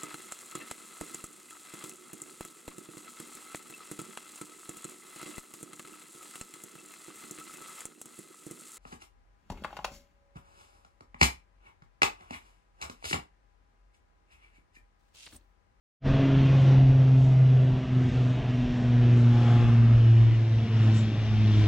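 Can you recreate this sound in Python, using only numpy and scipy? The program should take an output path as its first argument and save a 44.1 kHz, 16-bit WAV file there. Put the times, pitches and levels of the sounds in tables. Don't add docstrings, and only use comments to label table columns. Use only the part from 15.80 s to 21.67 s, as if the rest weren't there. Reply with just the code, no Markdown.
import sys
import numpy as np
from scipy import signal
from scipy.fft import rfft, irfft, next_fast_len
from scipy.io import wavfile
from scipy.ndimage import uniform_filter1d, map_coordinates

SR = 44100
rng = np.random.default_rng(int(sys.argv[2]) if len(sys.argv) > 2 else 0)


def dump_mix(stems):
    frames = np.atleast_2d(stems).T
    limited = np.clip(frames, -1, 1)
    pcm = np.round(limited * 32767).astype(np.int16)
    wavfile.write(sys.argv[1], SR, pcm)


def magnitude_from_level(level_db):
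    exponent = np.asarray(level_db, float) / 20
    return 10 ** exponent


N = 258867
TIME = np.arange(N) / SR
FREQ = np.fft.rfftfreq(next_fast_len(N), 1 / SR)

# pitch in Hz, level in dB.
WIND_COLOUR = [(12, -14.5), (25, 3.5), (42, 5.5), (62, 5.5), (90, -1.5), (150, -10), (300, -57.5), (2000, -110)]
FLAP_COLOUR = [(40, -19.5), (100, 7.5), (200, -12.5), (400, -29.0), (2000, -100)]
# centre in seconds, length in seconds, shared level in dB, level apart at the ports in dB.
GUSTS = [(.29, 0.056, -27.5, -60), (.63, 0.095, -35, -60.5), (1.102, 0.092, -33.5, -64),
         (1.44, .07, -42, -61), (1.922, 0.14, -44, -62), (2.314, .06, -39, -61.5), (2.6, 0.089, -45, -56.5),
         (2.86, 0.042, -36, -55.5), (3.176, 0.1, -38, -46.5), (3.547, .07, -40, -56),
         (3.854, 0.059, -39, -40), (4.035, 0.059, -41, -44), (4.183, 0.047, -33.5, -45),
         (4.468, 0.071, -41.5, -47.5), (4.786, 0.045, -44, -58), (5.15, 0.081, -42, -55.5),
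         (5.547, .12, -42, -50), (5.87, 0.089, -36.5, -42)]
CALM_DB, CALM_APART_DB = -49.5, -56

# pitch in Hz, level in dB.
WHINE_LINES = [(479, -55), (598, -58), (716, -51), (835, -48), (1077, -58), (1200, -58), (3400, -58)]
# time in seconds, level in dB.
WHINE_SWELL = [
    (3.4, -30),
    (3.55, 2),
    (3.7, 4),
    (3.9, 1.5),
    (4.02, -45),
]

# pitch in Hz, level in dB, time to fall by 60 dB in seconds.
FITTING_MODES = [(5730, -2, .08), (5800, -1, .1), (6280, -5, .08), (6990, -4, .14), (7030, -1, .25),
                 (7560, -9, .15), (7860, -7, .12), (7910, -7, .15), (8630, -17, .1), (10500, -26, .08),
                 (11900, -28, .05), (13100, -27, .05)]
# start in seconds, length in seconds, level in dB, brightness in dB per octave.
RATTLES = [
    (1.42, .04, -62, 2),
    (3.37, .03, -60, 2),
    (4.36, .03, -68, 6),
    (5.135, .055, -43, 0),
]

# pitch in Hz, level in dB.
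ROAR_COLOUR = [(400, -33.5), (700, -6.5), (1000, 3.5), (1600, 2), (2200, -1.5), (2850, -1.5), (3600, -5.5),
               (4600, -14.5), (5800, -15.5), (6800, -28), (8000, -46.5), (11000, -91)]
RUMBLE_COLOUR = [(40, -10.5), (70, 2.5), (110, 17.5), (170, 9.5), (260, 10), (330, 6.5), (450, 1.5),
                 (560, -1.5), (660, 3), (800, -2.5), (1000, -10.5), (1500, -60.5), (4000, -81)]
HISS_COLOUR = [(3000, -36), (5000, -7.5), (6500, -0.5), (7600, -4), (8300, -11.5), (9500, -18),
               (10500, -28.5), (12000, -40.5), (15000, -68.5)]
# time in seconds, roar level in dB.
LOAD = [(.27, -44.5), (.6, -44.5), (.92, -45), (1.05, -49), (1.63, -51.5), (2.11, -51), (2.3, -49),
        (2.92, -49), (3.45, -48), (3.68, -44.5), (4.0, -49), (4.7, -50), (4.9, -49), (5.04, -45.5),
        (5.2, -44.5), (5.3, -48), (5.62, -45.5), (5.85, -43)]
RUMBLE_DB, RUMBLE_DB_PER_S, DRONE_DB, DRONE_DB_PER_S = 7.8, -1.4, 0.9, -0.92
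RUMBLE_IGNORES, HISS_FOLLOWS = .4, .3
HISS_DB = -80.5
# centre in seconds, length in seconds, lift in dB.
SECOND_WHEEL = [
    (3.85, 0.33, 5.5),
    (5.052, 0.072, 2),
]
# centre in seconds, length in seconds, hiss level in dB.
SCRAPES = [(.85, 0.062, -81.5), (1.445, .05, -79.5), (2.3, 0.075, -81), (2.496, 0.051, -80),
           (2.776, 0.044, -85), (3.0, 0.05, -85.5), (3.387, .04, -80.5), (3.704, .12, -77),
           (4.403, .04, -90), (5.045, 0.027, -82), (5.171, .03, -72), (5.8, .05, -76.5)]
# pitch in Hz, level under the roar in dB.
UNSHARED = [(300, -37.5), (600, -22.5), (1000, -20.5), (1600, -16.5), (2700, -17.5), (4000, -10.5),
            (5200, -1.5), (6500, -5), (8000, -2.5), (11000, -9)]

STRANDS = 6
STRAND_HZ, SLOWING_HZ_PER_S, BRAKING_HZ_PER_S2 = 137.8, 5.0, .08
# time in seconds, level in dB.
BEAT = [(.27, -23.5), (.42, -25.5), (.6, -19), (.92, -15.5), (1.25, -18.5), (1.75, -16), (2.0, -24.5),
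        (2.2, -19.5), (2.45, -20.5), (2.78, -27), (3.05, -24.5), (3.3, -16), (3.65, -21), (4.3, -15.5),
        (4.65, -21.5), (5.1, -19), (5.5, -23), (5.75, -19)]
# pitch in Hz, width in Hz, level in dB.
WHEEL_FRAME = [(270.7, 1.7, -27.5), (264.9, 1.1, -34), (261.5, .9, -33), (256, 1.6, -40), (252.8, 1.1, -32),
               (249.9, .6, -33), (246.6, .9, -34), (243.6, 1.5, -30), (239, 1.6, -28.5), (233.9, 1.7, -30),
               (229, 1.2, -41), (223.9, .8, -39), (219.8, 1.8, -33), (214, 1.6, -32.5)]
GIRDERS = [(405.4, 1.6, -39), (399.7, 1.1, -47), (392.2, .7, -48), (384.5, 1.8, -45), (378, 1.5, -49),
           (368.7, 1.2, -49), (360.8, 1.8, -39), (356.6, .9, -41), (352.9, 1.5, -40), (344.5, 2.1, -42),
           (339.3, 1.8, -44), (331, .9, -40), (327.2, .9, -48), (318, 1.8, -37)]
RAILINGS = [(543, 1.5, -49), (535.5, 3.5, -45), (525.7, 2.1, -51), (481.7, 3.5, -49), (470.6, 2.6, -50),
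            (444.4, 2.1, -51), (423, 2.1, -49)]
ROOF = [(676, 3, -49), (661, 2.5, -52), (648, 3, -55), (636, 2.1, -55), (621.3, 3.5, -52),
        (611.8, 1.5, -51), (579.8, 3, -57)]
OFF_RESONANCE_DB = [-46, -58.5, -63.5, -64]
# pitch in Hz, width in Hz.
CANCELS = [(127.16, .5), (125.77, .45), (124.15, .5), (122.52, .35), (111.55, .45), (109, .55),
           (266.98, .4), (258.98, .5), (250.7, .4), (248.5, .6), (227.4, .5), (217.2, .6)]
# pitch in sixths of the beat pitch, level in dB.
SIDE_TONES = [(5, -3.5), (7, -1), (11, -6.5), (13, -9), (17, -21), (19, -13), (23, -12.5), (25, -18),
              (29, -18.5)]
LOWER_SIDE_DB, UPPER_SIDE_DB = -45.5, -42
# centre in seconds, length in seconds, level in dB.
SPLICE = [
    (0.357, 0.071, -29.5),
]

# pitch in Hz, left minus right in dB.
PORT_BALANCE = [(500, 0), (910, .5), (1580, 2), (2720, 2.5), (4680, 6), (6300, 3), (8070, -1)]
# pitch in Hz, lead of the left in radians.
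PORT_PHASE = [(500, 0), (1210, -.1), (2410, -.5), (4650, -1.1), (5340, 1.4), (6370, 0), (8270, .6)]
# time in seconds, level in dB.
FADE_IN = [(.2, -70), (.21, -47), (.225, -23.5), (.24, -16), (.255, -4.5), (.28, 0)]
BLEND_S, BLEND_TAU_S, GUARD_WIDTH, FULL_WIDTH = 2.89, 0.99, .025, 1.24


def curve(table):
    s, value = np.transpose(table)
    return np.interp(TIME, s, value)


def across(table, freq=FREQ):
    hz, value = np.transpose(table)
    return np.interp(np.log(freq + 1), np.log(hz + 1), value)


def coloured(x, gain):
    size = next_fast_len(N)
    return irfft(rfft(x, size) * gain, size)[:N]


def unit(x, lo_hz, hi_hz):
    return x / np.std(coloured(x, (FREQ > lo_hz) & (FREQ < hi_hz)))


def walk(rate):
    k = max(int(SR / rate), 1)
    held = np.repeat(rng.standard_normal(N // k + 1), k)
    return 2.09 * uniform_filter1d(uniform_filter1d(held, k), k)[:N]


def swells(x, rows, floor_db=-200):
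    bumps = sum(magnitude_from_level(db) * np.exp(-.5 * ((x - c) / w) ** 2) for c, w, db in rows)
    return 20 * np.log10(magnitude_from_level(floor_db) + bumps)


def shimmer(colour, flicker_db, rate, ring_db, source):
    hz, s, bins = signal.stft(source, SR, nperseg=2048, noverlap=1536)
    grid = np.meshgrid(2 * np.log2(hz / 20 + 1), s * rate, indexing="ij")
    broad = map_coordinates(rng.standard_normal((24, 256)), grid, order=1, mode="wrap")
    narrow = uniform_filter1d(rng.standard_normal(bins.shape), size=16, axis=1)
    narrow = uniform_filter1d(narrow, size=2, axis=0)
    ringing = np.clip(narrow / narrow.std(), -2, 2)
    db = across(colour, hz)[:, None] + flicker_db * broad + ring_db * ringing
    return signal.istft(bins * magnitude_from_level(db), SR, nperseg=2048, noverlap=1536)[1][:N]


def wind():
    def turbulence(colour):
        return coloured(rng.standard_normal(N), magnitude_from_level(across(colour)))

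    shared_db = swells(TIME, np.array(GUSTS)[:, :3], CALM_DB) + 0.61 * walk(16)
    shared = unit(turbulence(WIND_COLOUR), 17, 130) * magnitude_from_level(shared_db)
    apart_rows = np.delete(GUSTS, obj=2, axis=1)
    gust = magnitude_from_level(swells(TIME, apart_rows, CALM_APART_DB) + 3.0 * walk(9))
    thud = unit(turbulence(WIND_COLOUR), 20, 90) * gust
    flap = unit(turbulence(FLAP_COLOUR), 90, 150) * magnitude_from_level(27) * gust ** 2
    return shared, thud + flap


def whine():
    lines = 0
    for hz, db in WHINE_LINES:
        level = magnitude_from_level(db + .8 * walk(9))
        lines = lines + level * np.sin(2 * np.pi * hz * TIME + 0.44 * walk(7.0))
    singing = np.abs(TIME - 3.7) < .35
    return np.sqrt(2) * magnitude_from_level(curve(WHINE_SWELL)) * singing * lines


def fitting():
    out, t = np.zeros(N), np.arange(SR // 3) / SR
    for s, length, db, tilt_db in RATTLES:
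        knocks = rng.uniform(-1, 1, (24, 2))
        push = np.zeros(int(.1 * SR))
        at = np.clip(np.abs(knocks[:, 0]) * length * SR, 0, len(push) - 1).astype(int)
        push[at] = knocks[:, 1] / 3
        ring = 0
        for hz, mode_db, t60 in FITTING_MODES:
            level = magnitude_from_level(mode_db + tilt_db * np.log2(hz / 7000))
            ring = ring + level * np.sin(2 * np.pi * hz * t) * magnitude_from_level(-60 * t / t60)
        click = coloured(rng.standard_normal(N), (FREQ > 4500) & (FREQ < 9000))[:len(t)]
        ring = ring + .2 * click * magnitude_from_level(-60 * t / .01)
        sound = signal.fftconvolve(push, ring * (1 - np.exp(-t / .001)))
        start = int(s * SR)
        out[start:start + len(sound)] += magnitude_from_level(db) * sound / np.abs(sound).max()
    return out


def machinery(phase):
    roar_db = curve(LOAD)
    load_db = roar_db - roar_db.mean()
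    rumble_db = RUMBLE_DB + RUMBLE_DB_PER_S * TIME - RUMBLE_IGNORES * load_db
    drone_db = DRONE_DB + DRONE_DB_PER_S * TIME
    for s, length, db in SECOND_WHEEL:
        drone_db = drone_db + db * np.exp(-.5 * ((TIME - s) / length) ** 2)
    hiss_db = swells(TIME, SCRAPES, HISS_DB + HISS_FOLLOWS * load_db)
    upper = np.clip(np.log2((FREQ + 1) / 1400), 0, 1)

    def shaken():
        return rng.standard_normal(N) * (1 + .1 * np.sin(phase))

    def rolling():
        sound = shimmer(ROAR_COLOUR, 0.81, 10, 2.54, shaken())
        drone = unit(coloured(sound, 1 - upper), 830, 2200) * magnitude_from_level(drone_db)
        roar = unit(sound, 2300, 6000)
        hiss = unit(shimmer(HISS_COLOUR, 0.68, 11, 1.7, shaken()), 7680, 10500)
        return magnitude_from_level(roar_db) * (coloured(roar, upper) + drone) + magnitude_from_level(hiss_db) * hiss

    rumble = unit(shimmer(RUMBLE_COLOUR, 2.4, 12, 2.04, shaken()), 367, 690)
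    together = rolling() + magnitude_from_level(roar_db + rumble_db - 0.36) * rumble
    return together, coloured(rolling(), magnitude_from_level(across(UNSHARED)))


def cancelling(hz):
    dips = [np.sqrt(((hz - c) ** 2 + (0.22 * w) ** 2) / ((hz - c) ** 2 + w ** 2)) for c, w in CANCELS]
    return np.prod(dips, axis=0)


def rope():
    hz = STRAND_HZ - SLOWING_HZ_PER_S * TIME - BRAKING_HZ_PER_S2 * TIME ** 2
    phase = 2 * np.pi * np.cumsum(hz) / SR
    steel = [WHEEL_FRAME, GIRDERS, RAILINGS, ROOF]
    levels = [uniform_filter1d(curve(BEAT), size=SR // 25)]
    levels += [swells((k + 2) * hz, steel[k], db) for k, db in enumerate(OFF_RESONANCE_DB)]
    hum = 0
    for k, db in enumerate(levels):
        level = cancelling((k + 1) * hz) * magnitude_from_level(db + 0.67 * walk(18))
        hum = hum + level * np.sin((k + 1) * (phase + 0.02 * walk(8)) - k * np.pi / 2)
    below_db, above_db = swells(TIME, SPLICE, LOWER_SIDE_DB), UPPER_SIDE_DB
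    for k, db in SIDE_TONES:
        sixths = round(k)
        uneven_db = above_db if sixths % STRANDS == 1 else below_db
        level = magnitude_from_level(uneven_db + db + 2.2 * walk(6))
        hum = hum + level * np.sin(sixths * phase / STRANDS + .8 * walk(6))
    return np.sqrt(2) * hum, phase


def scene():
    hum, phase = rope()
    roar, apart = machinery(phase)
    shared, buffet = wind()
    clink = fitting()
    middle = hum + roar + whine() + clink + shared
    lean = magnitude_from_level(across(PORT_BALANCE) / 2) * np.exp(.5j * across(PORT_PHASE))
    side = apart + buffet - .25 * clink
    return np.array([coloured(middle, lean) + side, coloured(middle, 1 / lean) - side])


def roll_off(x):
    return signal.sosfilt(signal.butter(12, 13500, fs=SR, output="sos"), x)


def record(dry):
    opening = 1 - np.exp(-np.clip(TIME - BLEND_S, 0, None) / BLEND_TAU_S)
    width = GUARD_WIDTH + FULL_WIDTH * opening
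    mid, side = (dry[0] + dry[1]) / 2, (dry[0] - dry[1]) / 2 * width
    fade = magnitude_from_level(curve(FADE_IN)) * (TIME > FADE_IN[0][0])
    mix = fade * np.array([mid + side, mid - side])
    return roll_off(mix)


dry = scene()
out = record(dry)
dump_mix(out)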